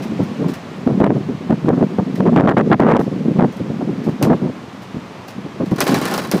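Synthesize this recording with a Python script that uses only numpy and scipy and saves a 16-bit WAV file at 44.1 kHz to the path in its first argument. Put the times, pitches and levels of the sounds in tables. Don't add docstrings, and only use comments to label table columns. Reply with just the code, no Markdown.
import sys
import numpy as np
from scipy import signal
from scipy.fft import rfft, irfft
from scipy.io import wavfile
from scipy.ndimage import uniform_filter1d

SR = 44100
rng = np.random.default_rng(int(sys.argv[2]) if len(sys.argv) > 2 else 0)


def wav_out(sig):
    wavfile.write(sys.argv[1], SR, np.round(np.clip(np.atleast_2d(sig).T, -1, 1) * 32767).astype(np.int16))


N = 282240
TIME = np.arange(N) / SR

# (start [s], length [s], strength at mid-length [dB])
GUST_EVENTS = [(0.191, .036, -23), (0.395, 0.074, -25), (0.863, 0.05, -19.5), (0.894, 0.14, -30),
               (0.998, .037, -9.5), (1.037, 0.011, -2.5), (1.051, 0.028, -7.5), (1.093, 0.025, -12.5),
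               (1.156, 0.014, -21), (1.288, 0.0063, -21.5), (1.495, 0.037, -12.5), (1.641, 0.05, -27),
               (1.682, 0.033, -9.5), (1.728, 0.01, -9.5), (1.766, 0.032, -20.5), (1.808, 0.034, -14.5),
               (1.983, .015, -13), (2.198, 0.012, -14), (2.254, 0.042, -10.5), (2.322, 0.022, -18.5),
               (2.359, 0.0445, -5), (2.413, 0.13, -11.5), (2.473, 0.05, -2.5), (2.567, 0.048, -3.5),
               (2.699, .02, -13), (2.714, 0.03, -1.5), (2.795, 0.086, -6), (2.883, 0.093, -5.5),
               (2.984, 0.031, -8), (3.354, 0.023, -23.5), (3.385, 0.064, -9.5), (3.805, 0.02, -21),
               (3.873, 0.023, -27), (4.065, 0.029, -21), (4.212, 0.072, -15.5), (4.295, 0.047, -10.5),
               (4.414, 0.072, -25.5), (4.939, 0.039, -50), (5.364, 0.026, -48), (5.445, 0.022, -48),
               (5.601, 0.03, -19), (5.714, 0.021, -19.5), (5.887, 0.087, -22.5), (6.336, 0.025, -15.5)]
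# (frequency [Hz], density [dB])
ROAR_SPECTRUM = [(25, -30), (70, -29), (130, -12.5), (220, 5.5), (380, 1.5), (700, -4.5), (1100, -16),
                 (1700, -29), (2500, -56), (4000, -70), (8000, -75)]
RASP_SPECTRUM = [(300, -16), (700, 7), (1200, 5.5), (1900, -2.5), (2500, -13.5), (3400, -19.5), (4500, -34),
                 (8000, -63)]
SPIT_SPECTRUM = [(2500, 6.5), (6000, 5), (11000, -7), (15000, -18)]
# (time [s], envelope peak [dB], frequency [Hz])
HARD_EDDIES = [(.875, 1, 224), (1.003, 1, 310), (1.043, 1.5, 1510), (1.066, 7, 450), (1.105, 3, 383),
               (1.508, -1.5, 317), (1.526, 0, 269), (1.702, 5.5, 405), (1.827, 0.5, 318), (1.69, 5, 390),
               (2.206, -1, 447), (2.409, 7.5, 412), (2.497, 6, 527), (2.584, 9.5, 540), (2.717, 8, 505),
               (2.802, 9.5, 456), (2.835, 2.5, 303), (2.867, 6.5, 487), (2.917, 3, 500), (2.968, 7.5, 710),
               (2.994, 7.5, 286), (3.391, -5, 300), (4.968, -11.5, 180), (5.718, -2.5, 195),
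               (5.937, -0.5, 393), (6.336, -2, 258)]
# (time [s], level [dB])
BREEZE_LEVELS = [(0, -22.5), (.3, -25.5), (.5, -22), (.66, -38), (.84, -28), (1.0, -16.5), (1.38, -26.5),
                 (1.85, -23), (2.12, -20), (2.4, -12.5), (3.47, -21), (3.54, -39.5), (3.6, -19), (4.4, -27),
                 (4.68, -36), (5.15, -41), (5.95, -24), (6.4, -28)]
# (frequency [Hz], density [dB])
RUMBLE_SPECTRUM = [(25, -25), (55, -42), (85, -28.5), (130, -0.5), (190, 4), (260, 0), (360, -7.5),
                   (500, -14), (750, -28), (1200, -55), (2500, -70)]
# (time [s], tail level [dB])
TICK_EVENTS = [(.024, -39), (.229, -46), (0.483, -37.5), (.535, -42), (2.155, -41), (2.995, -36),
               (3.524, -46.5), (3.565, -49), (4.04, -43), (4.092, -49), (4.82, -47), (5.281, -39),
               (5.658, -44), (5.71, -42)]
# (time [s], crack level [dB], body level [dB])
CLACK_EVENTS = [(4.226, -6.5, -19), (5.761, -24.5, -34), (5.782, -33, -19), (5.805, 1.5, -10),
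                (5.867, -17, -15), (5.878, -15, -22), (5.943, -7, -13), (6.014, -19, -19),
                (6.054, -11, -18), (6.139, -9.5, -16.5), (6.178, -13, -18.5), (6.314, -4.5, -19)]
# (frequency [Hz], density [dB])
CRACK_SPECTRUM = [(300, -7), (1200, -7), (3000, -16), (5000, 21.5), (7500, 11), (11000, 14), (15000, 13)]
TAIL_SPECTRUM = [(500, -29), (2000, 11), (4000, 3.5), (5200, 6), (7000, -1), (10000, -4), (15000, -5.5)]
BODY_SPECTRUM = [(80, -46), (250, 16.5), (500, 15), (1000, 9), (1500, 5.5), (2200, -5), (3200, -4),
                 (5000, -6), (9000, -44)]
# (frequency [Hz], bandwidth [Hz], relative gain [dB])
OBJECT_MODES = [(343, 150, 10.5), (597, 100, 6), (790, 59, 8), (1050, 116, 7.5), (1367, 150, -0.5),
                (1715, 140, -2), (2250, 96, -12), (3910, 84, 0), (4960, 81, -19)]
# (start [s], length [s], level [dB])
RUB_STROKES = [(5.792, 0.36, -23.5), (6.303, 0.028, -26.5)]
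# (frequency [Hz], density [dB])
HISS_SPECTRUM = [(30, -38), (100, 5.5), (200, 3.5), (400, 0.5), (700, -1.5), (950, -3), (1100, -2.5),
                 (1400, -7.5), (2400, -11), (4000, -17.5), (6300, -24), (9000, -33), (15000, -41.5)]


def gust_blast(force, lumpy_db=6, even_s=0.0076, rasp_exponent=2.47):
    lumps = from_db(lumpy_db * drift(105))
    roar = from_db(-0.5) * force * evened(coloured(ROAR_SPECTRUM) * lumps, even_s)
    rasp = from_db(-1.5) * force ** rasp_exponent * evened(coloured(RASP_SPECTRUM) * lumps, even_s)
    spit = from_db(-39.5) * np.minimum(roar ** 2, 2) * coloured(SPIT_SPECTRUM)
    return roar + rasp + spit


def gust_force(release_s, exponent=1, front_s=0.0011, sag_db_per_s=30):
    force = np.zeros(N)
    for start, length, strength_db in GUST_EVENTS:
        span = slice(int(start * SR), int((start + length + 10 * release_s) * SR))
        age = TIME[span] - start
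        strength = from_db(exponent * (strength_db - sag_db_per_s * (age - length / 2)))
        force[span] = np.maximum(force[span], strength * swell(age, length, front_s, release_s))
    return force


def eddy_thumps(force, eddies_per_s=15, threshold_db=-14.5, db_per_octave=13, rise_cycles=0.8 / 3):
    births = np.flatnonzero((rng.random(N) < eddies_per_s / SR) & (force > from_db(threshold_db)))
    peaks_db = (20 * np.log10(force + 1e-9) + 4 + rng.standard_normal(N))[births]
    pitches_hz = 405 * 2 ** (peaks_db / db_per_octave)
    phases = rng.uniform(0, 2 * np.pi, N)
    pressure = np.zeros(N)
    for start, peak_db, hz in [*HARD_EDDIES, *zip(births / SR, peaks_db, pitches_hz)]:
        at = int(start * SR)
        cycles = np.arange(min(SR // 20, N - at)) * hz / SR
        rise = cycles / rise_cycles
        wave = np.sin(2 * np.pi * cycles + phases[at]) + 0.24 * np.sin(4 * np.pi * cycles)
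        pressure[at:at + len(cycles)] += from_db(peak_db) * rise * np.exp(1 - rise) * wave
    return pressure


def breeze_rumble(lumpy_db=6, flutter_db=2.5):
    eddies = evened(coloured(RUMBLE_SPECTRUM) * from_db(lumpy_db * drift(27)), span_s=0.025)
    breeze = from_db(in_time(BREEZE_LEVELS) + flutter_db * drift(22))
    gusts = from_db(-6) * gust_force(release_s=0.015, exponent=0.38)
    return np.hypot(breeze, gusts) * eddies


def overload_crackle(pressure, onset_db=4.5):
    excess = np.tanh(np.maximum(np.abs(pressure) - from_db(onset_db), 0))
    spit = from_db(-14.5) * coloured(SPIT_SPECTRUM)
    rasp = from_db(-13.5) * coloured(RASP_SPECTRUM)
    return excess * (spit + rasp)


def impacts(tick_t60_s=0.19, clack_t60_s=0.12, grain_db=-3.5):
    ticks = [(start, db + 6, db, db + 5.5, tick_t60_s) for start, db in TICK_EVENTS]
    clacks = [(start, db, db - 17, body_db, clack_t60_s) for start, db, body_db in CLACK_EVENTS]
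    crack, tail, body = np.zeros((3, N))
    for start, crack_db, tail_db, body_db, t60_s in ticks + clacks:
        decay = dying(start, t60_s, rise_s=0.001)
        crack += from_db(crack_db) * dying(start, t60_s=0.0058, rise_s=0.0003)
        tail += from_db(tail_db) * decay
        body += from_db(body_db) * decay
    grainy = unit_rms(coloured(TAIL_SPECTRUM) * from_db(grain_db * drift(190)))
    return crack * coloured(CRACK_SPECTRUM) + tail * grainy + body * evened(hollow_body(), span_s=0.017)


def rubbing(slips_per_s=260, slip_t60_s=0.012, rough_db=2):
    slip_sizes = (rng.random(N) < slips_per_s / SR) * rng.uniform(0, 1, N) ** 2
    pole = np.exp(-np.log(1000) / (slip_t60_s * SR))
    slip_envelope = signal.lfilter([1], [1, -pole], slip_sizes + 1e-18)
    scrape = (hollow_body() + from_db(-17) * coloured(TAIL_SPECTRUM)) * from_db(rough_db * drift(44))
    slips = from_db(-18.5) * unit_rms(slip_envelope * coloured(CRACK_SPECTRUM))
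    strokes = sum(from_db(db) * swell(TIME - start, length, attack_s=0.045, release_s=0.12)
                  for start, length, db in RUB_STROKES)
    return strokes * (scrape + slips)


def hollow_body():
    drive = rng.standard_normal(N)
    modes = sum(from_db(db) * resonance(drive, hz, width_hz) for hz, width_hz, db in OBJECT_MODES)
    return unit_rms(unit_rms(modes) + coloured(BODY_SPECTRUM))


def outdoor_hiss(settled_db=-35.5, opening_boost_db=3, settle_s=0.73, waver_db=0.13):
    boost_db = opening_boost_db * np.exp(-(TIME / settle_s) ** 2)
    return from_db(settled_db + boost_db + waver_db * drift(3.6)) * coloured(HISS_SPECTRUM)


def low_cut(x, corner_hz=85):
    return signal.sosfilt(signal.butter(2, corner_hz, "high", fs=SR, output="sos"), x)


def limiter(x, ceiling_db=-2, release_db_per_s=150, attack_s=0.00053):
    over_db = np.maximum(20 * np.log10(np.abs(x) + 1e-9) - ceiling_db, 0)
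    recovery_db = release_db_per_s * TIME
    held_db = np.maximum.accumulate(over_db + recovery_db) - recovery_db
    pole = np.exp(-1 / (attack_s * SR))
    return x * from_db(-signal.lfilter([1 - pole], [1, -pole], held_db))


def from_db(db):
    return 10 ** (np.asarray(db) / 20)


def unit_rms(x):
    return x / np.sqrt(np.mean(x ** 2) + 1e-20)


def in_time(rows):
    return np.interp(TIME, *np.transpose(rows))


def coloured(spectrum):
    hz, db = np.transpose(spectrum)
    f = np.maximum(np.arange(N // 2 + 1) * SR / N, 1)
    roll_off = np.minimum(f / hz[0], 1) ** 2 * np.minimum(hz[-1] / f, 1) ** 2
    gain = from_db(np.interp(np.log(f), np.log(hz), db)) * roll_off
    return unit_rms(irfft(rfft(rng.standard_normal(N)) * gain, N))


def drift(corner_hz):
    f = np.arange(N // 2 + 1) * SR / N
    return unit_rms(irfft(rfft(rng.standard_normal(N)) / (1 + (f / corner_hz) ** 2), N))


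def evened(x, span_s):
    size = max(int(span_s * SR), 2)
    power = uniform_filter1d(uniform_filter1d(x ** 2, size), size)
    return x / np.sqrt(np.abs(power) + 1e-9)


def resonance(x, hz, width_hz):
    radius = np.exp(-np.pi * width_hz / SR)
    feedback = [1, -2 * radius * np.cos(2 * np.pi * hz / SR), radius ** 2]
    return signal.lfilter(np.array([1, 0, -1]) * (1 - radius ** 2) / 2, feedback, x)


def dying(start, t60_s, rise_s):
    age = np.clip(TIME - start, 0, 2 * t60_s)
    return (1 - np.exp(-age / rise_s)) * np.exp(-np.log(1000) * age / t60_s)


def swell(age, length, attack_s, release_s):
    attack = 1 - np.exp(-np.maximum(age, 0) / attack_s)
    return attack * np.exp(-np.clip((age - length) / release_s, 0, 30))


def scene():
    force = gust_force(release_s=0.0043)
    wind = low_cut(breeze_rumble() + gust_blast(force) + eddy_thumps(force))
    return (wind + outdoor_hiss() + impacts() + rubbing() + overload_crackle(wind))[None]


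def record(dry):
    clip_level, knee, cutoff_hz = 0.72, 8, 15450
    limited = limiter(dry[0])
    rounded = limited / (1 + np.abs(limited / clip_level) ** knee) ** (1 / knee)
    low_pass = signal.ellip(10, 0.1, 80, cutoff_hz, fs=SR, output="sos")
    return signal.sosfilt(low_pass, rounded)[None]


dry = scene()
out = record(dry)
wav_out(out)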